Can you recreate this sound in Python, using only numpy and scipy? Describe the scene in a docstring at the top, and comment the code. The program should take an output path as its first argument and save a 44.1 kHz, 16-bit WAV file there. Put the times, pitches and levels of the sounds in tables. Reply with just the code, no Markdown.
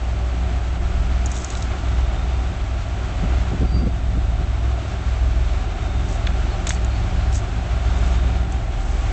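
"""A station yard: a two-unit diesel locomotive creeps closer with a freight train.
Both engines hunt around 410 rpm; their exhaust tones beat under stack roar, machinery hiss and whines.
A wheel rings, a flange squeals once, a small bird chirps far off.
Wind buffets a small hand-held camera, whose plastic case ticks and rustles under the fingers."""
import sys
import numpy as np
from scipy import signal
from scipy.fft import rfft, irfft
from scipy.io import wavfile

SR = 44100
rng = np.random.default_rng(int(sys.argv[2]) if len(sys.argv) > 2 else 0)


def put_to_file(sound):
    """Save the sound as 16-bit audio at rate SR, in the file named by the first command-line argument."""
    columns = np.atleast_2d(sound).T  # one column per channel
    safe = np.clip(columns, -1, 1)
    whole_steps = np.round(safe * 32767)
    wavfile.write(sys.argv[1], SR, whole_steps.astype(np.int16))


N = 402191
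T = np.arange(N) / SR
SHAFT_HZ = 6.803  # mean crankshaft speed

# beat minima of a six-cylinder bank's firing note: time_s, cancelled_share
FIRING_BEATS = [(-.3, 0.5), (.39, 0.6), (.68, .8), (1.43, 0.6), (1.8, .85), (2.41, .8), (2.98, 0.9),
                (3.55, 1), (3.92, .35), (4.84, .8), (5.82, 0.2), (6.8, .55), (7.58, 0.6), (8.52, .45),
                (9.3, .3)]
# firing note strength: time_s, gain_db
FIRING_GAIN = [(0, -32), (.5, -40), (1.05, -27), (1.65, -38), (2.1, -28), (2.7, -35), (3.3, -28.5),
               (4.15, -27), (4.85, -31.5), (5.5, -23), (7.8, -28), (9.12, -23)]
# beat minima of the deep drone: time_s, cancelled_share
DEEP_BEATS = [(-.15, 0.07), (.91, 0.2), (1.5, 0.4), (1.79, 0.55), (2.15, .3), (2.57, 0.7), (2.84, 0.6),
              (3.1, 0.3), (3.55, 0.66), (3.92, 0.3), (4.44, 0.1), (4.88, 1), (5.78, 0.5), (6.11, 0.54),
              (6.6, 0.37), (7.08, 0.6), (7.44, 0.7), (8.78, .75), (9.2, 0)]
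# deep drone strength: time_s, gain_db
DEEP_GAIN = [(0, -22), (1.2, -21.5), (1.6, -28.5), (2, -20), (2.95, -29), (3.4, -21.5), (5.3, -23.5),
             (6.2, -25), (8.2, -23), (9.12, -25)]
# weaker engine tones (exhaust harmonics; gear or blower hum at 26 per turn): cycles_per_turn, gain_db
ENGINE_ORDERS = [(3, -38), (4, -37), (7, -33.5), (8, -35), (10, -32.5), (11, -39.5), (12, -39.5), (13, -40),
                 (14, -40.5), (15, -32), (16, -41.5), (17, -44), (18, -43.5), (21, -52), (22, -53.5),
                 (26, -40), (32, -55), (39, -49)]
# fullness of the low exhaust tones: time_s, relative_db
EXHAUST_SWELL = [(0, -32), (.68, -33.5), (.9, -25), (1.38, -37.5), (1.7, -30.5), (2.5, -31.5), (2.75, -30),
                 (3.9, -29), (4.3, -27), (4.55, -32.5), (6.2, -29.5), (8.75, -27.5), (8.92, -39),
                 (9.12, -26.5)]
# broad train noise: time_s, roar_gain_db, hiss_gain_db
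NOISE_GAIN = [(0, -38.5, -43), (.9, -37.5, -42), (1.6, -38.5, -40), (2.15, -37, -41), (2.9, -39.5, -42.5),
              (3.33, -35.5, -39.5), (3.9, -40.5, -45.5), (4.6, -38, -42), (5.5, -38.5, -41),
              (6.1, -37, -41), (7.1, -36.3, -40), (7.45, -38.5, -41), (8.05, -35.5, -39.5),
              (8.6, -38.5, -42.5), (8.85, -37.5, -42.5), (9.12, -35, -39)]
# exhaust roar spectrum: freq_hz, gain_db
ROAR_SPECTRUM = [(20, -1.5), (48, 0.5), (75, 15), (140, 5.5), (200, 1.5), (270, 2), (310, 0.5), (380, 3),
                 (485, -11.5), (580, -1), (690, 1), (770, 1.5), (860, -10.5), (1500, -13.5)]
# machinery and wheel hiss spectrum: freq_hz, gain_db
HISS_SPECTRUM = [(300, -6), (850, 4), (1030, -0.5), (1160, 4.5), (1260, 1.5), (1370, 4), (1850, -3.5),
                 (2200, -2), (3400, -5.5), (4100, -8), (5200, -12.5), (6200, -11.5), (7600, -14),
                 (8900, -31.5)]
# brief dips in the hiss: centre_s, depth_db, width_s
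HISS_DIPS = [(8.473, 3.5, .04), (8.68, 2.5, .06)]
# swells of a ringing wheel mode: centre_s, level_db, width_s
WHEEL_RINGS = [(2.15, -53.5, .5), (4.2, -58.5, 1.3), (6.0, -52, 0.58), (8.1, -52, 0.54)]
# gusts on the microphone: centre_s, level_db, width_s
WIND_GUSTS = [(3.236, -25.5, 0.033), (3.523, -19.5, .012), (3.541, -16.5, 0.014), (3.623, -16, 0.021),
              (3.652, -24, 0.02), (3.755, -24, 0.045), (3.825, -20, 0.033), (3.871, -16, 0.016),
              (4.172, -22.5, 0.028), (4.41, -30, 0.036), (4.65, -25.5, 0.024)]
# wind buffet spectrum: freq_hz, gain_db
WIND_SPECTRUM = [(20, -10), (70, 3.5), (170, 3.5), (300, -6.5), (500, -14.5), (900, -36), (3000, -57)]
# plastic case resonances: freq_hz, bandwidth_hz, gain_db
CASE_MODES = [(1300, 890, 11), (2230, 1400, 4), (3440, 280, 10.5), (5520, 490, -2.5), (6400, 450, 4.5),
              (7260, 500, -27)]
# slips on the case: start_s, peak_db, brightness_hz, bandwidth_hz, contact_s
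CASE_SLIPS = [(1.259, -18.5, 6550, 2000, 0.005), (1.316, -22.5, 6550, 4000, .004),
              (1.3655, -22.5, 5200, 7000, .0024), (1.445, -18, 6440, 2500, 0.0032),
              (1.502, -22, 6500, 4000, .003), (1.552, -22, 4000, 6000, .002),
              (1.624, -21.5, 6000, 4000, .0034), (6.268, -21, 3740, 1800, 0.0029),
              (6.271, -15.5, 2200, 3180, 0.0016), (6.6685, -15, 3600, 12000, 0.0082),
              (6.67, -17, 7440, 1800, .003), (6.6917, -12.5, 6300, 5000, 0.002),
              (6.6972, -19, 6800, 6000, .003), (6.7054, -12.5, 1260, 1400, 0.00071),
              (6.7061, -13, 2580, 4500, 0.0007), (6.7086, -21, 4500, 14000, 0.0082),
              (6.847, -24, 6650, 5000, .0016), (7.3275, -24, 6000, 6000, .002),
              (7.3555, -24, 7000, 4000, .003), (8.079, -30, 7000, 5000, 0.0022),
              (8.522, -28.5, 7200, 6000, .0036)]
# fingers sliding on the case: centre_s, level_db, width_s
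FINGER_RUBS = [(1.38, -42, .11), (1.55, -43, 0.14), (6.115, -44, .07), (6.72, -37.5, .055),
               (7.362, -34.5, .04), (8.05, -48.5, 0.18), (8.92, -50, 0.27)]
# finger rustle spectrum: freq_hz, gain_db
RUB_SPECTRUM = [(1000, -16), (4000, -9), (5500, -2.5), (6700, 1), (7900, 0), (9000, -23.5)]
# thin camera whines: pitch_hz, level_db
CAMERA_TONES = [(7678, -65), (7707, -72), (8293, -77), (8322, -69.5)]
# distant bird chirps: centre_s, level_db, top_pitch_hz, width_s
BIRD_CHIRPS = [(6.537, -45, 4300, .04), (6.755, -45, 4540, .035), (6.915, -44, 4250, 0.02),
               (6.96, -44, 4470, .03)]


def governor(swing_hz, period_s, peak_s):
    """Shaft speed in Hz: the governor overshoots and undershoots evenly."""
    return SHAFT_HZ + swing_hz * np.cos(2 * np.pi * (T - peak_s) / period_s)


def crank(speed_hz, wobble):
    """Turns made by a slightly uneven crankshaft."""
    return np.cumsum(speed_hz * (1 + wobble * walk(8.9))) / SR


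def beating(turns, beats, order):
    """One exhaust tone from both units; the rear slips a cycle between beat minima."""
    minima_s, share = np.transpose(beats)
    slip = np.interp(T, minima_s, np.arange(len(minima_s)))
    phase = order * turns + rng.random()
    rear_share = np.interp(T, minima_s, share)
    return np.sqrt(2) * (np.sin(2 * np.pi * phase) - rear_share * np.sin(2 * np.pi * (phase + slip)))


def drone(turns, firing_db, deep_db):
    """The two strongest exhaust tones, throbbing as the units beat."""
    firing = undb(curve(FIRING_GAIN)[0] + firing_db) * beating(turns, FIRING_BEATS, order=6)
    deep = undb(curve(DEEP_GAIN)[0] + deep_db) * beating(turns, DEEP_BEATS, order=9)
    return firing + deep


def engine_tones(turns, gain_db, waver_db, swell_below_hz=140):
    """Exhaust harmonics of unequal cylinders plus a gear or blower hum; all waver, low ones swell."""
    swell_db, = curve(EXHAUST_SWELL)
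    swell_db -= swell_db.mean()
    waver, out = walk(1.2), 0
    for order, db in ENGINE_ORDERS:
        low_share = 1 / (1 + (order * SHAFT_HZ / swell_below_hz) ** 8)
        drift_db = waver_db * np.roll(waver, rng.integers(N))
        out += undb(db + gain_db + low_share * swell_db + drift_db) * tone(turns, order)
    return out


def exhaust_roar(turns, level_db, chuff, lope, flutter_db):
    """Gas leaves the stack in puffs, stronger once a turn, and roars in the silencer."""
    puffs = 1 + chuff * (tone(turns, 12) + tone(turns, 9)) + lope * tone(turns, 1)
    gain = undb(level_db + flutter_db * walk(17))
    return gain * colour(puffs * rng.standard_normal(N), ROAR_SPECTRUM)


def machinery(turns, level_db, clatter, flutter_db):
    """Fans, valve gear and wheels hiss, with light clatter at the firing rate."""
    pulses = 1 + clatter * tone(turns, 12)
    dip_db = sum(db * np.exp(-((T - centre_s) / width_s) ** 2) for centre_s, db, width_s in HISS_DIPS)
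    gain = undb(level_db - dip_db + flutter_db * walk(17))
    return gain * colour(pulses * rng.standard_normal(N), HISS_SPECTRUM)


def whine(ramp_hz, ramp_db, spread_hz):
    """Rough drive or blower whine, rising as the train gathers speed."""
    phase = 2 * np.pi * np.cumsum(np.linspace(*ramp_hz, N)) / SR
    narrow_noise = walk(spread_hz) * np.sin(phase) + walk(spread_hz) * np.cos(phase)
    return undb(np.linspace(*ramp_db, N)) * narrow_noise


def wheel_ring(mode_hz, bandwidth_hz):
    """Rolling rings a wheel mode faintly, on and off."""
    f = np.fft.rfftfreq(N, 1 / SR) + 1
    ring = irfft(rfft(rng.standard_normal(N)) * resonance(f, mode_hz, bandwidth_hz) ** 2, N)
    return swells(WHEEL_RINGS) * unit(ring)


def flange_squeal(peak_s, attack_s, release_s, pitch_hz, level_db, waver_db=3.5, waver_hz=14):
    """A flange sings briefly and unevenly on the rail."""
    width_s = np.where(T < peak_s, attack_s, release_s)
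    grip = np.exp(-np.minimum(((T - peak_s) / width_s) ** 2, 20))
    return undb(level_db + waver_db * walk(30)) * grip * sine(pitch_hz + waver_hz * walk(40))


def wind():
    """Gusts thump on the microphone."""
    return swells(WIND_GUSTS) * colour(rng.standard_normal(N), WIND_SPECTRUM)


def case_ticks(size=4096):
    """Short slips excite the case; brighter contacts ring higher modes."""
    out, t, f = np.zeros(N + size), np.arange(size) / SR, np.fft.rfftfreq(size, 1 / SR) + 1
    body = sum(undb(db) * resonance(f, hz, bandwidth_hz) for hz, bandwidth_hz, db in CASE_MODES)
    for start_s, peak_db, brightness_hz, bandwidth_hz, contact_s in CASE_SLIPS:
        slip = rng.standard_normal(size) * np.exp(-t / contact_s)
        tick = irfft(rfft(slip) * body * resonance(f, brightness_hz, bandwidth_hz) ** 2)
        start = int(start_s * SR)
        out[start:start + size] += undb(peak_db) * tick / np.abs(tick).max()
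    return out[:N]


def finger_rustle(grain_db):
    """Fingers slide on the plastic with grainy friction."""
    friction = rng.standard_normal(N) * undb(grain_db * walk(200))
    return swells(FINGER_RUBS) * colour(friction, RUB_SPECTRUM)


def bird(arch):
    """Each chirp rises to its top pitch and falls again."""
    out = 0
    for centre_s, db, top_hz, width_s in BIRD_CHIRPS:
        pitch_hz = top_hz * (1 - arch * np.minimum(((T - centre_s) / width_s) ** 2, 2))
        out += swells([(centre_s, db, width_s)]) * sine(pitch_hz)
    return out


def camera_whine(jitter_hz):
    """Thin, steady tones from the camera itself."""
    return sum(undb(db) * np.sqrt(2) * sine(hz + jitter_hz * walk(20)) for hz, db in CAMERA_TONES)


def undb(db):
    """Decibels to gain."""
    return 10 ** (np.asarray(db) / 20)


def unit(x):
    """Scale to rms 1."""
    return x / np.sqrt(np.mean(x ** 2))


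def curve(table):
    """Each value column of a timed table, per sample."""
    time_s, *columns = np.transpose(table)
    return [np.interp(T, time_s, column) for column in columns]


def walk(cutoff_hz):
    """Smooth random drift, rms 1."""
    f = np.fft.rfftfreq(N, 1 / SR)
    return unit(irfft(rfft(rng.standard_normal(N)) / (1 + (f / cutoff_hz) ** 4), N))


def colour(x, spectrum):
    """Filter by (freq_hz, gain_db) points; rms 1."""
    hz, db = np.transpose(spectrum)
    f = np.fft.rfftfreq(N, 1 / SR) + 1e-3
    rolloff = 1 / (1 + (hz[0] / f / 2) ** 4) / (1 + (f / hz[-1] / 2) ** 4)
    gain = undb(np.interp(np.log(f), np.log(hz), db))
    return unit(irfft(rfft(x) * rolloff * gain, N))


def swells(table):
    """Sum of bell-shaped envelopes."""
    return sum(undb(db) * np.exp(-2 * np.minimum(((T - centre_s) / width_s) ** 2, 20))
               for centre_s, db, width_s in table)


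def tone(turns, order):
    """Sine locked to the crankshaft, rms 1."""
    return np.sqrt(2) * np.sin(2 * np.pi * (order * turns + rng.random()))


def sine(pitch_hz):
    """Sine following a pitch curve, peak 1."""
    return np.sin(2 * np.pi * np.cumsum(pitch_hz) / SR)


def resonance(f, centre_hz, bandwidth_hz):
    """Damped resonance, gain 1 at its centre."""
    return 1 / (1 + 1j * centre_hz / bandwidth_hz * (f / centre_hz - centre_hz / f))


def scene():
    """Two engines, train noise, a bird and the sounds at the camera; mono."""
    lead = crank(governor(swing_hz=0.095, period_s=1.249, peak_s=1.06), wobble=0.00098)
    rear = crank(SHAFT_HZ * (1 + 0.01003 * walk(0.98)), wobble=0.0031)  # hunts out of step
    engines = drone(lead, firing_db=-1, deep_db=0.5)
    engines += engine_tones(lead, gain_db=-1, waver_db=1.9)
    engines += engine_tones(rear, gain_db=-7, waver_db=0.5)
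    roar_db, hiss_db = curve(NOISE_GAIN)
    roar = exhaust_roar(lead, roar_db + 6, chuff=0.14, lope=0.045, flutter_db=0.8)
    hiss = machinery(lead, hiss_db + 3, clatter=0.036, flutter_db=0.8)
    drive = whine(ramp_hz=(1319, 1398), ramp_db=(-54, -52), spread_hz=15)
    drive += whine(ramp_hz=(734.6, 770.6), ramp_db=(-53, -46.5), spread_hz=16)
    blower = whine(ramp_hz=(678.6, 681.4), ramp_db=(-50.5, -49), spread_hz=13)
    wheels = wheel_ring(mode_hz=3656, bandwidth_hz=140)
    wheels += flange_squeal(peak_s=3.76, attack_s=0.07, release_s=0.11, pitch_hz=4676, level_db=-42.5)
    chirps = bird(arch=0.1)
    camera = wind() + finger_rustle(grain_db=3.4) + camera_whine(jitter_hz=3) + case_ticks()
    return (engines + roar + hiss + drive + blower + wheels + chirps + camera)[None]


def record(dry):
    """The camera rounds off the treble, then cuts it steeply."""
    rolloff_hz, cutoff_hz = 8300, 8900
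    soft = signal.sosfilt(signal.butter(14, rolloff_hz, fs=SR, output="sos"), dry)
    return signal.sosfilt(signal.ellip(8, 0.3, 80, cutoff_hz, fs=SR, output="sos"), soft)


dry = scene()
out = record(dry)
put_to_file(out)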